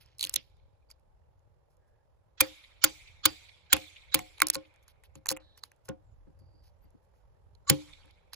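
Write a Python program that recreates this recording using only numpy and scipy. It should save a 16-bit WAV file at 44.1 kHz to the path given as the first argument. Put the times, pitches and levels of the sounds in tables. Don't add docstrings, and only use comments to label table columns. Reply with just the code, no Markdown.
import sys
import numpy as np
from scipy import signal
from scipy.fft import rfft, irfft, next_fast_len
from scipy.io import wavfile
from scipy.ndimage import uniform_filter1d

SR = 44100
rng = np.random.default_rng(int(sys.argv[2]) if len(sys.argv) > 2 else 0)


def log_audio(samples):
    frames = np.atleast_2d(samples).T
    limited = np.clip(frames, -1, 1)
    pcm = np.round(limited * 32767).astype(np.int16)
    wavfile.write(sys.argv[1], SR, pcm)


def to_linear_factor(level_db):
    exponent = np.asarray(level_db, float) / 20
    return 10 ** exponent


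N = 368235


def evened(x):
    return x / np.sqrt(np.mean(x ** 2) + 1e-20)


def read(points, hz, axis=1):
    columns = np.transpose(points)
    return np.interp(np.log(hz + 1), np.log(columns[0] + 1), columns[axis])


def humps(bands, hz):
    return sum(db * np.exp(-((hz - centre_hz) / width_hz) ** 2) for centre_hz, width_hz, db in bands)


def add(mix, s, sound):
    part = mix[max(round(s * SR), 0):][:len(sound)]
    part += sound[:len(part)]


def laid(source, rows):
    mix = np.zeros(N)
    for row in rows:
        add(mix, row[0], source(*row))
    return mix


def resonate(x, hz, width_hz):
    turn = np.exp(2j * np.pi * np.cumsum(hz * np.ones(len(x))) / SR)
    r = np.exp(-np.pi * abs(width_hz) / SR)
    return 2 * (turn * signal.lfilter([1 - r], [1, -r], x / turn)).real


def resonate_twice(x, hz, width_hz):
    return resonate(resonate(x, hz, width_hz), hz, width_hz)


def smooth_patches(shape, bands, frames):
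    noise = rng.standard_normal(shape[::-1]).T
    return evened(uniform_filter1d(uniform_filter1d(noise, bands, axis=0), frames, axis=1))


def shaped(gain, same, size):
    z = rng.standard_normal((gain.shape[1], len(gain), 4)).T
    left, other = z[0] + 1j * z[1], z[2] + 1j * z[3]
    same = np.clip(same, 0, 1)
    right = same * left + np.sqrt(1 - same ** 2) * other
    return signal.istft(gain * np.array([left, right]), nperseg=size)[1]


# time in seconds, level in dB.
RUMBLE = [(0.0, -69.5), (1.35, -71.5), (1.93, -74.5), (2.74, -72.5), (3.1, -66), (3.63, -74.5), (4.35, -68),
          (4.84, -74), (5.16, -68.5), (5.81, -75), (6.09, -65), (7.18, -70), (7.8, -65), (8.35, -68.5)]
# frequency in Hz, common share.
ROAD_SAME = [(30, 0.38), (150, 0.19), (500, 0.46), (1500, 0.043), (6000, 0.057)]
# frequency in Hz, density in dB per Hz.
ROAD = [(20, -32.5), (48, -3), (99, -6), (131, -20), (250, -37.5), (700, -35), (2580, -57.5), (16500, -75)]
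# centre in Hz, width in Hz, lift in dB.
ROAD_BANDS = [(557, 110, 6.5), (870, 170, 4), (229, 35, -3.5), (713, 43, -4.5), (5070, 1000, -4),
              (11000, 6400, 9)]


def road():
    hz = np.fft.rfftfreq(2048, 1 / SR)[:, None]
    t = np.arange(N // 1024 + 3) * 1024 / SR
    swell_db = np.interp(t, *np.transpose(RUMBLE)) + 63
    patches = smooth_patches((len(hz), len(t)), 14, 4)
    gusts = smooth_patches((64, len(t)), 2, 6)
    gusts = np.pad(gusts, [(0, len(hz) - len(gusts)), (0, 0)])
    busier_db = np.interp(t, [2.3, 5.8, 8.3], [0, 2, 3])
    level_db = read(ROAD, hz) + humps(ROAD_BANDS, hz) + 0.48 * patches
    level_db = level_db + 3.5 * gusts / (1 + (hz / 400) ** 2)
    level_db = level_db + swell_db / (1 + (hz / 160) ** 4) + busier_db * (hz > 150)
    return to_linear_factor(-87) * shaped(to_linear_factor(level_db), read(ROAD_SAME, hz), 2048)[:, :N] * to_linear_factor([[27], [29]])


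# start in seconds, rms in dB, length
# in seconds, pitch in Hz.
BRUSHES = [(0, -65.5, 0.045, 3200), (0, -74.5, 0.3, 2660), (0.192, -61, 0.17, 4303),
           (0.377, -80, 0.16, 3510), (0.272, -61, 0.053, 2500), (0.898, -65, 0.03, 6100),
           (1.689, -88, 0.076, 8970), (1.867, -92, .05, 9150), (4.529, -44, 0.035, 5985),
           (4.656, -85.5, 0.036, 8980), (4.827, -79, 0.022, 12200), (4.873, -67.5, 0.055, 3510),
           (5.034, -69, 0.042, 3200), (5.147, -72, 0.048, 3470), (5.29, -43.5, 0.039, 5600),
           (5.292, -67, 0.17, 1190), (5.57, -66, 0.032, 4500), (5.628, -78, 0.067, 8820),
           (5.848, -82, 0.024, 9840), (5.882, -47, 0.018, 1190), (6.387, -80, 0.025, 9930),
           (6.62, -76.5, 0.095, 4500), (6.802, -85.5, 0.14, 1677), (7.127, -90, 0.11, 1774),
           (7.018, -88.5, 0.052, 8700), (7.123, -90, 0.13, 7350), (8.331, -52, 0.02, 5000),
           (7.75, -67, .19, 500), (7.87, -65, 0.065, 800), (7.95, -69, .19, 700), (5.845, -68, .04, 14070),
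           (5.64, -70, 0.026, 14000)]


def brush(s, db, length_s, hz):
    noise = rng.standard_normal((SR // 5, 2))[:round(length_s * SR)].T
    grain = noise[0] * to_linear_factor(4.1 * evened(uniform_filter1d(noise[1], 60)))
    sound = evened(resonate_twice(grain, hz, 1064 + 0.84 * hz))
    if hz > 3000:
        sound = sound + to_linear_factor(-0.5) * evened(resonate_twice(grain, 12000, 6000))
    fade = signal.windows.tukey(len(grain), 0.6) * to_linear_factor(np.linspace(4, -6, len(grain)))
    return to_linear_factor(db) * sound * fade


def snap(s, db, hz, bright_db, knock_db):
    t = np.arange(SR // 20) / SR
    crack_t60_ms, spike = 9.3, 0.99
    crack = rng.standard_normal(len(t)) * to_linear_factor(-60000 * t / crack_t60_ms) * (1 + spike * np.exp(-t / 0.00024))

    def band(hz, width_hz):
        return evened(resonate(resonate(crack, hz, width_hz), hz, 2 * width_hz))

    width_hz = 590 * max(hz / 4000, 1) ** 0.7
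    body_db = -4.5 - 7.5 * abs(np.log2(hz / 4000))
    chip = band(hz, width_hz) + to_linear_factor(body_db) * (band(3600, 1800) + 0.17 * band(2250, 500))
    chip = chip + to_linear_factor(-3.5) * band(7200, 2700)
    low_cut = signal.butter(2, min(0.824 * hz, 2000), "high", fs=SR)
    chip = signal.lfilter(*low_cut, chip)
    bright = to_linear_factor(bright_db) * band(rng.uniform(8400, 10000), 4600) + to_linear_factor(bright_db - 6.5) * band(12000, 3000)
    knock = to_linear_factor(knock_db) * (band(930, 970) + 0.37 * band(1600, 2400))
    sound = chip + bright + knock
    return to_linear_factor(db) * sound / np.sqrt(uniform_filter1d(sound ** 2, size=22).max())


def snaps(rows, bright_db, knock_db):
    def one(s, db, hz):
        return snap(s, db, hz, bright_db + 4 * np.log2(hz / 4000), knock_db)
    return laid(one, rows)


# start in seconds, peak in dB, pitch in Hz.
TAPS = [(0.0604, -59, 5230), (0.903, -47.5, 7500), (3.7666, -27, 2160), (4.1916, -29, 2020),
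        (4.3829, -46.5, 2350), (4.394, -49.5, 2370), (4.403, -31, 6015), (4.4322, -33.5, 1980),
        (4.554, -23, 4150), (4.5653, -37, 8000), (4.7404, -60.5, 1500), (4.761, -55, 1596),
        (4.8813, -47, 8400), (5.0373, -48, 1495), (5.155, -42.5, 7000), (5.2589, -31, 1697),
        (5.2685, -33, 6980), (5.306, -24, 6760), (5.3148, -19, 10600), (5.321, -30, 7600),
        (5.366, -39, 1865), (5.3712, -37, 1810), (5.5766, -44.5, 8300), (5.637, -33, 4000),
        (5.7175, -50, 1550), (5.8882, -36, 7140), (5.8894, -42.5, 1530), (8.0576, -59, 9100),
        (8.333, -36, 4100)]


def taps():
    return snaps(TAPS, bright_db=-8.5, knock_db=-3)


# start in seconds, peak in dB, pitch in Hz.
FIBRES = [(0.1842, -41.5, 9120), (0.2003, -43, 4300), (0.2663, -37, 9000), (0.326, -48, 11000),
          (0.333, -42.5, 9000), (0.1945, -32, 4250), (0.2062, -38.5, 4700), (0.2102, -23, 4100),
          (0.219, -41, 3850), (0.228, -20.5, 3830), (0.2324, -25.5, 4060), (0.2400, -20, 3180),
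          (0.246, -32, 4200), (0.25, -25.5, 4130), (0.262, -37.5, 6800), (0.271, -32.5, 3050),
          (0.295, -23.5, 8400), (0.338, -30, 8400), (0.341, -17.5, 7970), (0.359, -20, 6640),
          (0.361, -17.5, 3514), (0.3608, -21, 6300), (0.913, -43, 4650), (4.4697, -17.5, 9790),
          (4.4848, -24, 10000), (4.5009, -9, 8600), (4.547, -22.5, 8080), (5.2894, -16.5, 4105),
          (5.3254, -31, 8400)]
# start in seconds, peak in dB, pitch in Hz.
CRUMBS = [(0.569, -70, 8880), (.997, -69.5, 9000), (1.3937, -71.5, 6800), (1.769, -68, 8400),
          (4.8276, -64.5, 7100), (5.7628, -65.5, 8970), (6.9057, -66.5, 11000), (7.551, -71, 6010),
          (8.11, -59.5, 4500)]


def fibres():
    return snaps(FIBRES + CRUMBS, bright_db=-4.5, knock_db=-23.5)


# start in seconds, peak in dB, pitch in Hz.
DULL_CRACKS = [(.271, -43, 2263), (4.157, -28, 2197), (4.4026, -26.5, 2300), (4.5008, -24, 4300),
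               (4.5476, -38.5, 2198), (4.5542, -32, 2501), (5.155, -52, 2190), (5.268, -41, 2220),
               (5.2893, -18, 6800), (5.3022, -28.5, 4178), (5.321, -40, 2300), (5.325, -38, 2800),
               (7.551, -62, 4150), (.903, -56, 2190)]


def dull_cracks():
    return snaps(DULL_CRACKS, bright_db=-20, knock_db=-13)


# frequency in Hz, t60 in seconds, rise in ms, level in dB, dB per dB of place.
LOG = [(73, 0.12, 5.9, 0, 0), (138, 0.11, 8.3, -0.5, 0), (301, 0.25, 4.6, -0.5, 0.5),
       (531, 0.21, 1.7, -0.5, 1)]
# start in seconds, bending in dB, rocking in dB,
# place in dB towards the rim, heave on its bearers in dB.
SHAKES = [(0.24, -51.5, -51.5, -4, -55), (0.362, -56, -47.5, -2.5, -50.5), (2.409, -33.5, -38, 4.5, -38),
          (2.839, -21, -44, -13.5, -38), (3.255, -21, -39, -13, -32.5), (3.729, -28, -36.5, -4.5, -31.5),
          (4.143, -30, -33.5, -4, -33.5), (4.421, -22.5, -52, -21.5, -53), (4.556, -41, -40, 5, -48.5),
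          (5.153, -65.5, -48.5, 8.5, -62), (5.308, -39.5, -39, 5, -63), (5.889, -38, -34.5, 1.5, -43),
          (6.267, -56.5, -50, -11, -63), (6.409, -62, -61, -6, -67), (6.54, -62.5, -66, -11, -66.5),
          (6.84, -66, -60, -8, -63), (6.94, -66, -57.5, -11, -59), (8.05, -58.5, -64.5, -6, -63),
          (7.7004, -23, -18.5, -12, -33.5)]
RINGS = [1, 0.87, 0.94, 0.65, .6, 0.99, 1, 1, 0.97, 1.43, 0.98, 0.82, 1.4, 0.74, 0.96, .8, 0.76, .8, 1.21]
SIDEWAYS = [1, 1, 1.6, 1.6, 1.8, 1.6, 1.6, 1.79, 1.4, 1, 1.2, .9, 1, 1, 1, 1, 1, 1, 0.59]
# start in seconds, bending in dB,
# rocking in dB, place in dB, heave in dB, ring share, twin share.
BOUNCES = [
    (7.7171, -19, -42, -20, -60, 1.1, .2),
    (2.88, -46, -53, -8, -56, .7, 1),
    (3.292, -45, -51, -11, -46.5, 0.77, 0.94),
    (3.766, -45, -45, -6, -54, .7, 0.95),
    (4.191, -50, -46, 3, -52, 0.75, 0.85),
]


def shake(s, bend_db, rock_db, place_db, heave_db, ring, sideways):
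    t = np.arange(SR // 3) / SR
    modes_db = [heave_db, rock_db] + [bend_db + db + lean * place_db for _, _, _, db, lean in LOG[2:]]
    twin_shares = [0.3, 0.3, sideways, 0.3]
    modes = np.zeros(len(t))
    for mode_db, share, (hz, t60_s, rise_ms, _, _) in zip(modes_db, twin_shares, LOG):
        hz = hz * rng.uniform(0.99, 1.007)
        lag_turns = 0.42 + rng.uniform(-1.9, 1) / 10
        twin = np.sin(2 * np.pi * (1.04 * hz * t - lag_turns))
        pair = (np.sin(2 * np.pi * hz * t) + share * twin) / np.hypot(1, share)
        modes += to_linear_factor(mode_db + 2 - 60 * t / (t60_s * ring)) * (1 - np.exp(-1000 * t / rise_ms)) * pair
    noise = rng.standard_normal(len(t)) * to_linear_factor(-60 * t / 0.14) * (1 - np.exp(-t / 0.00064))
    thud = to_linear_factor(rock_db + 24.5) * resonate(resonate(noise, 170, 140), 240, 110)
    rattle = to_linear_factor(modes_db[3] + 4.5) * resonate_twice(noise, 630, 300)
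    bump = to_linear_factor(heave_db + 19.5) * resonate_twice(noise, 100, 59)
    return modes + thud + rattle + bump


# start in seconds, rms in dB, length in seconds,
# start pitch in Hz, end pitch in Hz.
WHISTLES = [(0.817, -84, 0.024, 2510, 2340), (1.751, -88, 0.33, 1712, 1670),
            (5.307, -73.5, 0.31, 4324, 3730), (6.021, -89.5, 0.14, 7900, 6900),
            (6.359, -87.5, 0.2, 4700, 4670), (6.514, -83, 0.2, 4700, 4720), (5.399, -84, 0.22, 1740, 1700),
            (6.811, -77, 0.048, 12300, 12220), (6.82, -91.5, 0.055, 4700, 4700),
            (5.2836, -33, 0.0067, 6260, 7300), (5.2843, -32, .007, 12500, 14600)]


def whistle(s, db, length_s, start_hz, end_hz):
    width_hz = 60 + 1.2 * length_s ** 2 * end_hz
    noise = rng.standard_normal(SR // 2)[:round(length_s * SR)]
    hz = end_hz + (start_hz - end_hz) * np.linspace(1, 0, len(noise)) ** 2
    tone = evened(resonate_twice(noise, hz, width_hz))
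    return to_linear_factor(db) * tone * signal.windows.tukey(len(noise), 0.5)


# frequency in Hz, width in Hz, level in dB.
STEEL = [(1271.3, 170, 0.5), (1410, 110, 8), (2160, 87, 1.5), (2370, 65, 3.5), (3200, 410, -4.5),
         (3550, 520, 3), (4700, 67, -15), (7121, 300, 2.5), (8400, 500, 8), (11000, 2300, -1.5),
         (13900, 580, -6), (14900, 300, 4)]
# start in seconds, peak in dB, drive into #
# the wood in ms, handle knock in dB, blade ring in dB.
BLOWS = [
    (2.4051, -11, 8, 2, 9.5),
    (2.8397, -10, 7.3, -4, 0),
    (3.2544, -11, 6.5, 0, -1),
    (3.7286, -9, 6.2, -6, 0.5),
    (4.1438, -10.5, 5.5, -11, -6.5),
    (4.419, -10, 0.89, 4, 1),
    (7.6976, -10, 5.2, -5, -5),
]
# dB near 3.5 kHz, near 8 kHz, near 12 kHz, one per blow.
LANDINGS = [(-1, 2, 3.5), (-1, 3, 0), (-1, 0, -3), (-0.5, 2, -2), (-2.5, -3, -1.5), (-5, -2, -4.5),
            (0, 3.5, -2)]


def blow(s, db, drive_ms, knock_db, ring_db, edge_db, bright_db, top_db):
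    t = np.arange(SR // 20) / SR
    grit = rng.standard_normal(len(t)) * to_linear_factor(5.6 * np.minimum(rng.exponential(1, len(t)), 4))
    stopped_s = np.maximum(t - drive_ms / 1000, 0)
    moving = np.minimum(t / 0.0003, 1) * to_linear_factor(-300 * t - 6000 * stopped_s)
    tearing = grit * moving * (1 + 0.51 * np.exp(-t / 0.00051))
    lean = [(1500, knock_db), (2000, ring_db), (2500, ring_db), (3100, edge_db), (5000, edge_db),
            (7000, bright_db), (9000, bright_db), (11000, top_db)]
    rings = np.zeros(len(t))
    for hz, width_hz, peak_db in STEEL:
        rings += to_linear_factor(peak_db + read(lean, hz)) * resonate(tearing, hz * rng.uniform(1.0, 1.02), width_hz)
    face = rng.standard_normal(len(t)) * np.exp(-t / 0.00047)
    face = face * evened(tearing).max() * tearing.std() / 4
    tick = to_linear_factor(6 + top_db) * resonate(resonate(face, 11000, 2500), 11000, 3500)
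    sound = rings + tick + to_linear_factor(-10.5 + top_db) * resonate_twice(tearing, 14000, 5600)
    return to_linear_factor(db) * sound / np.sqrt(uniform_filter1d(sound ** 2, size=88).max())


def blows(prying):
    rows = [row + landing for row, landing in zip(BLOWS, LANDINGS) if (row[2] < 2) == prying]
    return laid(blow, rows)


# start in seconds, level in dB.
SINGS = [
    (2.408, -44),
    (2.842, -41.5),
    (3.258, -40),
]


def sing(s, db):
    t = np.arange(SR // 5) / SR
    hz, t60_s = 4737, 0.2
    tone = np.sin(2 * np.pi * hz * t) + 0.15 * np.sin(2 * np.pi * (hz + 25) * t)
    return to_linear_factor(db - 60 * t / t60_s) * tone


# frequency in Hz, t60 in seconds.
UPPER = [(727, 0.26), (818, 0.17), (1065, 0.11), (1440, 0.096)]
# start in seconds, level of each mode in dB.
UPPER_SHAKES = [(2.409, -52.5, -47.5, -53, -56), (2.842, -55, -44.5, -44, -59),
                (3.257, -48.5, -49, -44, -40), (3.73, -40, -42, -40, -50), (4.146, -44, -45.5, -37, -61),
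                (4.421, -58.5, -56, -36, -60), (4.556, -65, -65, -44.5, -51), (5.307, -50, -58, -64.5, -62),
                (5.888, -51, -61, -49.5, -51), (7.7, -57, -44.5, -43, -43.5),
                (4.19, -46.5, -60, -56.5, -60)]


def upper_shake(s, *modes_db):
    t = np.arange(SR // 4) / SR
    sound = np.zeros(len(t))
    for db, (hz, t60_s) in zip(modes_db, UPPER):
        tone = np.sin(2 * np.pi * hz * rng.uniform(1.0, 1.01) * t)
        sound += to_linear_factor(db + 3.5 - 60 * t / t60_s) * (1 - np.exp(-t / 0.0018)) * tone
    return sound


# start in seconds, end level in dB, length in seconds,
# frequency in Hz, width in Hz.
FORERUNS = [
    (3.703, -48, 0.025, 720, 30.2),
    (3.708, -42, .02, 3500, 1200),
    (3.235, -42, .019, 4600, 1200),
    (2.825, -42, .014, 4500, 1500),
    (4.115, -54, .028, 1650, 90.7),
    (4.12, -37, 0.023, 3700, 393),
    (7.664, -35.5, 0.037, 1130, 40.5),
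    (7.672, -48, 0.035, 1750, 67),
    (7.672, -33, 0.026, 7100, 500),
    (7.678, -38.5, 0.019, 4100, 830),
]


def forerun(s, db, length_s, hz, width_hz):
    noise = rng.standard_normal(SR // 20)[:round(length_s * SR)]
    swell = np.linspace(0, 1, len(noise)) ** 1.4 * signal.windows.tukey(len(noise), 0.1)
    return to_linear_factor(db) * evened(resonate_twice(noise, hz, width_hz)) * swell


BLOCK = 4.4188, [(1132, -10, .016), (1400, -9, .013), (1593, -11, .014), (2013, -13, .013),
         (2211, -15, 0.018)]


def block():
    t = np.arange(SR // 20) / SR
    sound = np.zeros(len(t))
    for k, (hz, db, t60_s) in enumerate(BLOCK[1]):
        sound += (-1) ** k * to_linear_factor(db - 60 * t / t60_s) * np.sin(2 * np.pi * hz * t)
    return sound


# frequency in Hz, t60 in seconds.
NEAR_T60_S = [(500, 0.21), (2000, 0.14), (5000, 0.2), (14000, 0.011)]
# frequency in Hz, t60 in seconds.
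FAR_T60_S = [(500, 4.7), (2500, 1.5), (6000, 0.79), (11000, 0.78), (15000, .45)]
# frequency in Hz, level in dB.
TREES = [(350, -33.5), (700, -9), (1700, -9.5), (6000, -2.5), (11000, -8.5), (16000, -9.5)]
# centre in Hz, width in Hz, lift in dB.
TREE_BANDS = [(2300, 210, 15), (3600, 640, 10.5), (4500, 64, 1.5), (7300, 1500, 1.5), (14950, 500, 11.5)]
# delay in seconds, level in dB.
WALLS = [(.236, -38.5), (0.408, -47.5)]


def yard(near_x, far_x):
    hz, frames, z = signal.stft([near_x, far_x], SR, nperseg=256)
    power = abs(uniform_filter1d(abs(z) ** 2, size=17, axis=1))
    hz, t = hz[:, None], frames[:400]
    near_db = -28.5 - 60 * t / read(NEAR_T60_S, hz) + read([(3000, 10.5), (8000, -10)], hz)
    near = to_linear_factor(near_db) ** 2 * (t > 0.004)
    favoured_db = humps(TREE_BANDS, hz)
    far_db = -39 - 60 * t / read(FAR_T60_S, hz) + read(TREES, hz) + favoured_db
    far = to_linear_factor(far_db) ** 2 * (t > 0.01)
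    wall_loss_db = 8 + read([(1500, 8), (2500, 0), (4500, 0), (8000, 30)], hz)
    for delay_s, db in WALLS:
        far = far + to_linear_factor(db + favoured_db - wall_loss_db) ** 2 * (abs(t - delay_s) < 0.004)
    energy = sum(signal.fftconvolve(p, tail, axes=1)[:, :len(frames)] for p, tail in zip(power, (near, far)))
    lumps = to_linear_factor(3.2 * smooth_patches(energy.shape, 2, 8))
    return shaped(np.sqrt(abs(energy)) * lumps, 0.11, 256)[:, :N]


def scene():
    deep, shallow = blows(prying=False), blows(prying=True)
    small = fibres() + taps() + laid(brush, BRUSHES)
    add(shallow, BLOCK[0], block())
    no_bass = signal.butter(1, 600, "high", fs=SR)
    deep, shallow, small = signal.lfilter(*no_bass, [deep, shallow, small])
    to_near = deep + to_linear_factor(-6) * shallow + to_linear_factor(-3.5) * small
    to_far = deep + to_linear_factor(-9) * shallow + to_linear_factor(-16) * small
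    pushes = [row + (ring, sideways) for row, ring, sideways in zip(SHAKES, RINGS, SIDEWAYS)]
    log = laid(shake, pushes) + laid(shake, BOUNCES) + laid(upper_shake, UPPER_SHAKES)
    thin = laid(forerun, FORERUNS) + laid(sing, SINGS) + laid(whistle, WHISTLES) + dull_cracks()
    return deep + shallow + small + yard(to_near, to_far) + log + thin + road()


# start in seconds, end in seconds.
CLATTER = [
    (.18, .365),
    (4.393, 4.53),
    (5.245, 5.4),
]


def in_clatter(t):
    return sum((t > start_s) * (t < end_s) * 1.0 for start_s, end_s in CLATTER)


# frequency in Hz, left in dB, right in dB.
SMEAR = [(711, -38, -32), (1500, -23.5, -16.5), (4000, -26, -19), (7150, -27.5, -23.5),
         (8600, -72.5, -71.5)]


def smear(x, size, db=0):
    hz, t, z = signal.stft(x, SR, nperseg=size)
    loud = np.sqrt(abs(uniform_filter1d(abs(z) ** 2, size=size // 80, axis=1)))
    luck_db = 7 * rng.standard_normal((len(t), len(hz) // 8 + 1, 2)).T.repeat(8, 1)[:, :len(hz)]
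    under_db = np.array([read(SMEAR, hz, axis=1), read(SMEAR, hz, axis=2)])[..., None]
    turn = np.exp(2j * np.pi * rng.random((len(t), len(hz), 2)).T)
    noise = loud * to_linear_factor(db + under_db + luck_db - 22 * in_clatter(t)) * turn
    return signal.istft(noise, nperseg=size)[1][:, :N]


# from in Hz, to in Hz, threshold in dB.
STARVED = [(8000, 9050, -74), (12500, 14000, -64), (14000, 14700, -88), (15300, 17000, -84)]


def starve(x):
    hz, t, z = signal.stft(x, SR, nperseg=1024)
    keep = np.ones(z.shape[1:])
    wander = rng.standard_normal((len(t), 2 * len(STARVED)))
    wander_hz = 250 * evened(uniform_filter1d(wander, size=4, axis=0)).T
    for k, (lo_hz, hi_hz, db) in enumerate(STARVED):
        weak = (abs(z[:, (hz >= lo_hz) & (hz < hi_hz)]) ** 2).mean((0, 1)) < to_linear_factor(db) ** 2
        above = hz[:, None] >= lo_hz + wander_hz[2 * k]
        below = hz[:, None] < hi_hz + wander_hz[2 * k + 1]
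        keep *= 1 - weak * (1 - in_clatter(t)) * above * below
    return signal.istft(z * keep, nperseg=1024)[1][:, :N]


def patchy(x):
    hz, t, z = signal.stft(x, SR, nperseg=256)
    bands = abs(z[:, :128].reshape(2, 16, 8, -1) ** 2).mean(2)
    luck_db = 8 * rng.standard_normal((len(t) // 2 + 1, 16, 2)).T.repeat(2, 2)[..., :len(t)]
    weak = (bands < to_linear_factor(-76 + luck_db) ** 2).repeat(8, 1)
    weak = weak * (hz[:128, None] > 3000) * in_clatter(t)
    keep = np.pad(1 - weak, [(0, 0), (0, 1), (0, 0)])
    return signal.istft(z[:, :129] * keep, nperseg=256)[1][:, :N]


def top_cut(x):
    return signal.sosfilt(signal.butter(12, 16930, fs=SR, output="sos"), x)


# frequency in Hz, right channel turned back in radians, right over left in dB.
WIDEN = [(0, 0, -1), (150, 1.8, -2), (300, 4.6, -2), (950, 14.6, .5), (2100, 15.6, 2), (3800, 20.2, 3),
         (4150, 18.3, 5), (5300, 21.8, 8), (6300, 20.3, .5)]


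def record(dry):
    lead_samples, edge_hz = 9, 15900
    size = next_fast_len(N + SR // 10)
    hz = np.fft.rfftfreq(size, 1 / SR)
    at_hz, radians, right_db = np.transpose(WIDEN)
    phase = 2 * np.pi * hz * lead_samples / SR - np.interp(hz, at_hz, radians)
    turn = to_linear_factor(np.interp(hz, at_hz, right_db)) * np.exp(1j * phase)
    wide = irfft(rfft(dry, size) * [turn ** 0, turn] / (1 + (hz / edge_hz) ** 60), size)[:, :N]
    smeared = wide + smear(wide, size=2048) + smear(wide, size=512, db=7.5)
    finished = np.clip(patchy(starve(smeared)), -1, 1)
    return top_cut(finished)


dry = scene()
out = record(dry)
log_audio(out)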